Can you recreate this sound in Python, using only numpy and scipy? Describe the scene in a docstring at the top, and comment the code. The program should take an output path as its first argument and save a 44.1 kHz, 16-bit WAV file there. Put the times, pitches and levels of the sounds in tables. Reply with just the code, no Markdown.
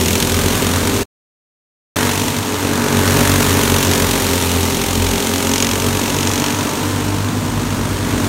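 """Beside the wall of a dirt oval: karts with single-cylinder four-stroke engines race past the microphone.
Every firing thumps the exhaust pipe, rings the silencer and spits a puff of gas that barks, rasps and sizzles.
Pitch sags into the turn and climbs out of it; tailpipes that swing this way crackle, and engines whine.
Wall, stand and trees throw the noise back over a far drone. The sound cuts out for about a second early on."""
import sys
import numpy as np
from scipy import signal
from scipy.fft import rfft, irfft, next_fast_len
from scipy.io import wavfile
from scipy.ndimage import uniform_filter1d

SR = 44100
rng = np.random.default_rng(int(sys.argv[2]) if len(sys.argv) > 2 else 0)


def digitize_waveform(pressure):
    """Quantize a signal to 16-bit integers and store it at the path in sys.argv[1].

    Rows of a 2-D input are taken as channels; values are limited to [-1, 1].
    """
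    field = np.atleast_2d(pressure).T
    bounded = np.clip(field, -1, 1)
    quanta = np.round(bounded * 32767).astype(np.int16)
    wavfile.write(sys.argv[1], SR, quanta)


N = 365148
TIME = np.arange(N) / SR  # s

SAG_HZ_PER_S, SAG_DEPTH_HZ = 4.5, 5.5  # slope of the sag near the apex, and its limit
EXIT_AFTER_S, EXIT_HZ_PER_S = 2.15, 1.7  # this long after the apex the climb steepens by so much
FADE_DB_PER_S = 15.5  # a kart emerges from the pack and sinks back into it
FLARE_LIFT_DB = 2  # weight of a flare's amplitude in bringing its kart forward
SWAY_DB, SWAY_PER_S = 1.5, 4  # each kart's loudness sways as it slides and bounces
RASP_DB, RASP_FOLLOWS = -24, 0.78  # mean level of the rasp, share of the sizzle's swing
GROUND_LOSS = 0.6  # share of the sizzle's swing that the top of the growl follows
SIZZLE_DB, SIZZLE_SWING = 0.3, 1.15  # trim on the sizzle curve's mean, stretch of its swing
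CUTOFF_HZ = 15750


def from_db(db):
    """Decibels to gain."""
    return 10 ** (np.asarray(db) / 20)


def rms_one(x):
    """Scale to unit rms."""
    return x / np.sqrt(np.mean(x ** 2) + 1e-20)


def in_time(rows):
    """The columns of a curve table at every sample."""
    s, *columns = np.transpose(rows)
    return [np.interp(TIME, s, c) for c in columns]


def steady(x, seconds):
    """Take out slow swells, keep the single firings."""
    size = int(max(seconds, 0.03) * SR)
    power = uniform_filter1d(uniform_filter1d(x ** 2, size), size)
    return x / np.sqrt(np.abs(power) + 1e-12)


def split(x, hz):
    """The parts of a sound below and above a frequency."""
    low = signal.sosfiltfilt(signal.butter(4, hz, fs=SR, output="sos"), x)
    return low, x - low


def drift(per_s):
    """Slow chance with a spread near 1."""
    return np.interp(TIME * per_s, np.arange(1000), rng.standard_normal(1000))


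def fade(x, seconds):
    """Every click becomes an exponential decay."""
    r = np.exp(-1 / (seconds * SR))
    return signal.lfilter([1 - r], [1, -r], x + 1e-18)


def delayed(x, seconds):
    """Read a sound late; the delay may move."""
    return np.interp(TIME - seconds, TIME, x, left=0)


def resonate(x, modes, scale):
    """Parallel resonances, their pitches scaled together."""
    out = 0
    for hz, width, db in modes:
        r = np.exp(-np.pi * width / SR)
        poles = [1, -2 * r * np.cos(2 * np.pi * hz * scale / SR), r * r]
        zeros = [(1 - r * r) / 2, 0, (r * r - 1) / 2]
        out = out + from_db(db) * signal.lfilter(zeros, poles, x + 1e-18)
    return out


def noise(spectrum):
    """Noise of a given colour, rms 1."""
    hz, db = np.transpose(spectrum)
    size = next_fast_len(N)
    bins = np.maximum(np.fft.rfftfreq(size, 1 / SR), 1)
    colour = from_db(np.interp(np.log(bins), np.log(hz), db))
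    return rms_one(irfft(rfft(rng.standard_normal(size)) * colour, size)[:N])


def far_drone():
    """Karts on the far side, blurred by distance into steady coloured noise."""
    # colour of the drone: f/Hz, relative level/dB per Hz
    drone_colour = [(20, -35.5), (68, -14.5), (102, -3), (135, -9.5), (260, -4.5), (370, -13), (650, -17.5),
                    (1100, -21), (2000, -30.5), (16000, -38.5)]
    return from_db(-24.5) * noise(drone_colour)


def surroundings(x, wet_db, t60):
    """Scattered echoes from the stand, the boards and the trees."""
    t = np.arange(SR) / SR
    hits = rng.random(SR) < 400 / SR  # about 400 echoes per second
    echoes = rng.standard_normal(SR) * hits * from_db(-60 * t / t60) * (t > 0.012)
    echoes = echoes / np.sqrt(np.sum(echoes ** 2))
    return x + from_db(wet_db) * signal.fftconvolve(x, echoes)[:N]


def whine(rate):
    """Clean high orders of one engine, each swelling and fading on its own."""
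    # multiples of the firing rate
    orders = [18, 19, 20, 21, 26, 28, 31]
    # mean strength of each order: relative level/dB
    orders_db = [0, -8.5, 0.5, -1, -9.5, -6, -8.5]
    turn = 2 * np.pi * np.cumsum(rate * (1 + 0.001 * drift(14))) / SR
    tones = 0
    for order, db in zip(orders, orders_db):
        tones = tones + from_db(db + 2 * drift(7)) * np.sin(order * turn)
    return rms_one(tones)


def gas(puffs, colour, between_db):
    """Turbulence that flares with each puff over a weaker steady rush."""
    return noise(colour) * np.sqrt(puffs + from_db(between_db) ** 2)


def gas_sizzle(puffs):
    """The finest turbulence of the puffs, at the very top."""
    # colour of the gas noise: f/Hz, relative level/dB per Hz
    sizzle_colour = [(7500, -24.5), (9200, 0.5), (9900, 0.5), (10450, -3.5), (11300, -1), (12500, -0.5),
                     (15800, -6)]
    return steady(gas(puffs, sizzle_colour, between_db=-0.5), seconds=0.1)


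def gas_rasp(puffs, crackle_power):
    """Treble turbulence of the puffs, plus the crackle of tailpipes that point this way."""
    # colour of the gas noise: f/Hz, relative level/dB per Hz
    rasp_colour = [(1300, -41.5), (2000, -2), (2600, -0.5), (4200, -2.5), (4900, -6.5), (5600, -3.5),
                   (6800, -2.5), (7600, -6), (8400, -4), (9300, -10), (11000, -35.5)]
    # colour of the crackle: f/Hz, relative level/dB per Hz
    crackle_colour = [(1500, -29), (2500, -0.5), (3200, -1.5), (4600, -9), (5800, -0.5), (6800, 0.5),
                      (8000, -12), (15000, -32.5)]
    crackle = noise(crackle_colour) * np.sqrt(crackle_power)
    return steady(gas(puffs, rasp_colour, between_db=-1.5), seconds=0.3) + crackle


def silencer_bark(ring, puffs, near_db):
    """Silencer ring, echoed by the surroundings, mixed with the middle turbulence of the puffs."""
    # colour of the gas noise: f/Hz, relative level/dB per Hz
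    bark_colour = [(250, -27), (500, -9.5), (720, -5.5), (980, 0), (1400, -4), (1900, -6), (2400, -18),
                   (4000, -50)]
    band = signal.butter(2, [620, 1900], "band", fs=SR, output="sos")
    ring = surroundings(signal.sosfilt(band, ring), wet_db=0.5, t60=0.5)
    ring = steady(ring, seconds=0.15)
    rush = steady(gas(puffs, bark_colour, between_db=-0.5), seconds=0.1)
    # the bark gains an edge when a kart is close
    dull, edge = split(from_db(-3.5) * ring + from_db(-3.0) * rush, hz=1544)
    return dull + edge * from_db(0.5 * near_db)


def exhaust_pipes(boom, growl_db, swing_db):
    """Pipe boom with its echoes: a deep throb below and a growl above."""
    # the pipe's own resonance, ahead of a 1 % lowering: f/Hz, width/Hz, level/dB
    pipe_modes = [(409.6, 49, 1)]
    # level of the deep throb: t/s, level/dB
    throb_curve = [(1.0, -21.0), (2.0, -26), (2.27, -21.5), (2.42, -30.5), (3.15, -17), (4.35, -22.5),
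                   (4.65, -21), (4.9, -24.5), (5.1, -16.5), (5.27, -30), (5.9, -22.5), (6.58, -27),
                   (7.1, -21.5), (8.25, -22.5)]
    throb_db, = in_time(throb_curve)
    boom = boom + resonate(boom, pipe_modes, 0.99)
    throb, growl = split(surroundings(boom, wet_db=-7.0, t60=0.47), hz=165)
    # soft ground swallows the top orders of far karts
    body, top = split(growl, hz=350)
    growl = body + top * from_db(GROUND_LOSS * swing_db)
    # uneven burning roughens the growl
    growl = growl * from_db(1.4 * drift(130))
    throb = from_db(throb_db) * steady(throb, seconds=0.33)
    return throb + from_db(growl_db - 1.0) * steady(growl, seconds=0.19)


def firing_rate(apex_s, apex_hz, climb, top_hz):
    """Revs sag into the turn, then climb from the apex until the engine is flat out."""
    before, after = np.maximum(apex_s - TIME, 0), np.maximum(TIME - apex_s, 0)
    sag = SAG_DEPTH_HZ * np.tanh(SAG_HZ_PER_S * before / SAG_DEPTH_HZ)
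    rise = climb * after + EXIT_HZ_PER_S * np.maximum(after - EXIT_AFTER_S, 0)
    return np.minimum(apex_hz + sag + rise, top_hz)


def presence(from_s, until_s):
    """Gain of a kart that emerges, holds its place and sinks back."""
    outside_s = np.maximum(from_s - TIME, 0) + np.maximum(TIME - until_s, 0)
    return from_db(-FADE_DB_PER_S * outside_s)


def flare(run):
    """Power that one kart's tailpipe beams at the microphone as it swings past."""
    # flares: run, t/s, peak level/dB relative to the rasp, width/s (power falls to about a third there)
    swings = [("A", 0.14, -6, .2), ("A", 2.18, -8, .12), ("E", 2.9, -11, 0.25), ("E", 3.8, -7.5, .1),
              ("F", 3.9, -7.5, .12), ("F", 5.14, -7, .14), ("F", 5.61, 4.2, 0.09), ("F", 6.36, -1.5, 0.19),
              ("F", 6.3, -2.5, .13)]
    power = 0
    for name, s, db, width in swings:
        if name == run:
            power = power + from_db(db) ** 2 / (1 + ((TIME - s) / width) ** 2) ** 1.5
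    return power


def firings(cycles, jitter_s, uneven_db):
    """One click per combustion, each a little off in time and strength."""
    chance = rng.standard_normal((int(cycles[-1]), 2))
    at = np.interp(np.arange(1, len(chance) + 1), cycles, TIME) + jitter_s * chance[:, 0]
    clicks = np.zeros(N)
    clicks[np.clip((at * SR).astype(int), 0, N - 1)] = from_db(uneven_db * chance[:, 1])
    return clicks


def pipe_wave(cycles, build_db, smear, size=512):
    """The exhaust pressure wave: a blow-down, then ringing until the next firing."""
    # tailpipe orders 1, 2, 3, .. of the firing rate, before each kart's own spread: level/dB
    pipe_db = [-13, -4.5, -12.5, -11.5, -2, -4, -14.5, -14, -9.5, -13.5, -14.5, -12.5, -23, -17.5, -26.5,
               -26]
    orders = np.arange(size // 2 + 1)
    level_db = np.interp(orders, np.arange(len(pipe_db)) + 1, pipe_db, left=-40, right=-50)
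    level_db = level_db + build_db * rng.standard_normal(len(orders))
    cepstrum = irfft(np.log(from_db(level_db)))
    # a causal cycle: all its energy follows the valve opening
    cepstrum[1:size // 2] *= 2
    cepstrum[size // 2 + 1:] = 0
    # the silencer holds the higher orders back, which blunts the peak
    spectrum = np.exp(rfft(cepstrum) - 1j * smear * orders ** 2)
    cycle = -irfft(spectrum * (orders <= len(pipe_db)))
    return np.interp(cycles % 1 * size, np.arange(size + 1), np.append(cycle, cycle[0]))


def kart(rate, gain, build_spread, puff_rise_s, puff_fall_s, crack_fall_s, beaming):
    """One engine: pipe boom, silencer ring, and the power of its gas puffs and cracks."""
    # silencer can, before each kart's own spread: f/Hz, width/Hz, level/dB
    can_modes = [(633, 200, -9.5), (934, 120, -3), (1130, 240, -9), (1480, 660, -6.5)]
    cycles = np.cumsum(rate * (1 + 0.003 * drift(14))) / SR + rng.random()
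    boom = gain * pipe_wave(cycles, build_db=1.1, smear=0.0509) * from_db(1.8 * drift(35))
    clicks = gain * firings(cycles, jitter_s=0.00011, uneven_db=1.22)
    ring = resonate(clicks, can_modes, 1 + build_spread * rng.uniform(-1, 1))
    # treble is beamed out of the tailpipe, so the best placed kart owns the rasp
    blasts = clicks ** (2 * beaming)
    puffs = fade(fade(blasts, puff_rise_s), puff_fall_s)
    cracks = fade(fade(blasts, 0.00038), crack_fall_s)
    # the track wall returns each puff a few milliseconds later
    wall_s = 0.0033 * (1 + 0.3 * np.sin(2 * np.pi * (0.46 * TIME + rng.random())))
    puffs = puffs + from_db(-16.5) * delayed(puffs, wall_s)
    return boom, ring, puffs, cracks


def pack():
    """All karts together: boom, ring, power of the puffs and of the crackle, and whine."""
    # one row per run through a turn: name, apex t/s, firing rate at the apex f/Hz, climb/(Hz per s),
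    # flat-out rate f/Hz, heard from t/s, heard until t/s, prominence level/dB, whine level/dB
    runs = [("A", 0, 41.7, 2.85, 47.7, 0, 2.4, -3.5, -47), ("B", 0, 43.2, 2.6, 49.7, 0, 2, -7, -41.5),
            ("C", 0, 45.7, 4.1, 52.2, 0.25, 2.14, -6.5, -39), ("D", 0, 51.7, 2.7, 55, 0, 1.1, -9.5, -43.5),
            ("E", 3.97, 42.7, 2.35, 55, 2.65, 8.28, -5, -43),
            ("F", 4.66, 43.1, 2.45, 55.5, 3.1, 7, -3, -32.5),
            ("G", 4.5, 47.8, 2.5, 51, 6.5, 8.28, -2.2, -46),
            ("H", 7.9, 46.1, 0.36, 52, 7.45, 8.28, -1.9, -41)]
    karts = []
    for name, apex_s, apex_hz, climb, top_hz, from_s, until_s, prominence_db, whine_db in runs:
        rate = firing_rate(apex_s, apex_hz, climb, top_hz)
        heard = presence(from_s, until_s)
        beam = flare(name)
        lift = (1 + from_db(FLARE_LIFT_DB) * beam ** 0.5) ** 0.5
        gain = from_db(prominence_db + SWAY_DB * drift(SWAY_PER_S)) * heard * lift
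        boom, ring, puffs, cracks = kart(rate, gain, build_spread=0.02, puff_rise_s=0.00026,
                                         puff_fall_s=0.0022, crack_fall_s=0.0015, beaming=1.7)
        # only the kart whose tailpipe points this way crackles
        crackle = beam * steady(np.sqrt(cracks), seconds=0.088) ** 2
        karts.append((boom, ring, puffs, crackle, from_db(whine_db) * heard * whine(rate)))
    return np.sum(karts, axis=0)


def scene():
    """The engines beat against each other over the drone of the far side."""
    # the whole pack as it draws away and comes past, ahead of the trims below:
    # t/s, pipe growl level/dB, bark level/dB, top sizzle level/dB
    pack_curve = [(0.1, -19.0, -27, -26.5), (0.7, -20.5, -23.0, -28.5), (1.0, -19.0, -26.5, -30),
                  (2.0, -19, -21, -27.5), (2.25, -22.0, -26.5, -29.5), (2.45, -23.5, -26.5, -33.5),
                  (2.85, -16.5, -22.5, -31.0), (3.2, -16.5, -20.5, -25), (4.15, -18.5, -23.5, -26.5),
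                  (4.8, -21, -27.5, -29), (5.5, -19.5, -26, -29), (6.5, -21, -25, -31.5),
                  (7.35, -24, -29, -38.5), (8.0, -23, -27.5, -37.0), (8.25, -19.5, -26, -34.0)]
    boom, ring, puffs, crackle_power, whines = pack()
    growl_db, bark_db, sizzle_db = in_time(pack_curve)
    mean_sizzle_db = np.mean(sizzle_db)
    swing_db = sizzle_db - mean_sizzle_db
    near_db = bark_db - np.mean(bark_db)
    rasp_db = RASP_DB + RASP_FOLLOWS * swing_db
    top_db = mean_sizzle_db + SIZZLE_DB + SIZZLE_SWING * swing_db
    # puffs stand out when the rasp is loud and blur as the karts draw away
    clarity = from_db(0.6 * (rasp_db - np.max(rasp_db)))
    puffs = puffs / uniform_filter1d(puffs, SR // 8) * clarity
    pipes = exhaust_pipes(boom, growl_db, swing_db)
    bark = from_db(bark_db - 0.5) * silencer_bark(ring, puffs, near_db)
    rasp = from_db(rasp_db) * gas_rasp(puffs, crackle_power)
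    sizzle = from_db(top_db) * gas_sizzle(puffs)
    return (far_drone() + whines + sizzle + rasp + bark + pipes)[None]


def record(dry):
    """Peaks are rounded, the sound drops out briefly, the top is cut."""
    # the dropout: t/s, level/dB
    dropout_curve = [(1.031, 0), (1.035, -22), (1.053, -28), (1.062, -130), (1.957, -130), (1.959, 0)]
    gate_db, = in_time(dropout_curve)
    rounded = dry / (1 + dry ** 4) ** (1 / 4)
    low_pass = signal.ellip(12, 0.1, 80, CUTOFF_HZ, fs=SR, output="sos")
    return signal.sosfilt(low_pass, rounded * from_db(gate_db))


dry = scene()
out = record(dry)
digitize_waveform(out)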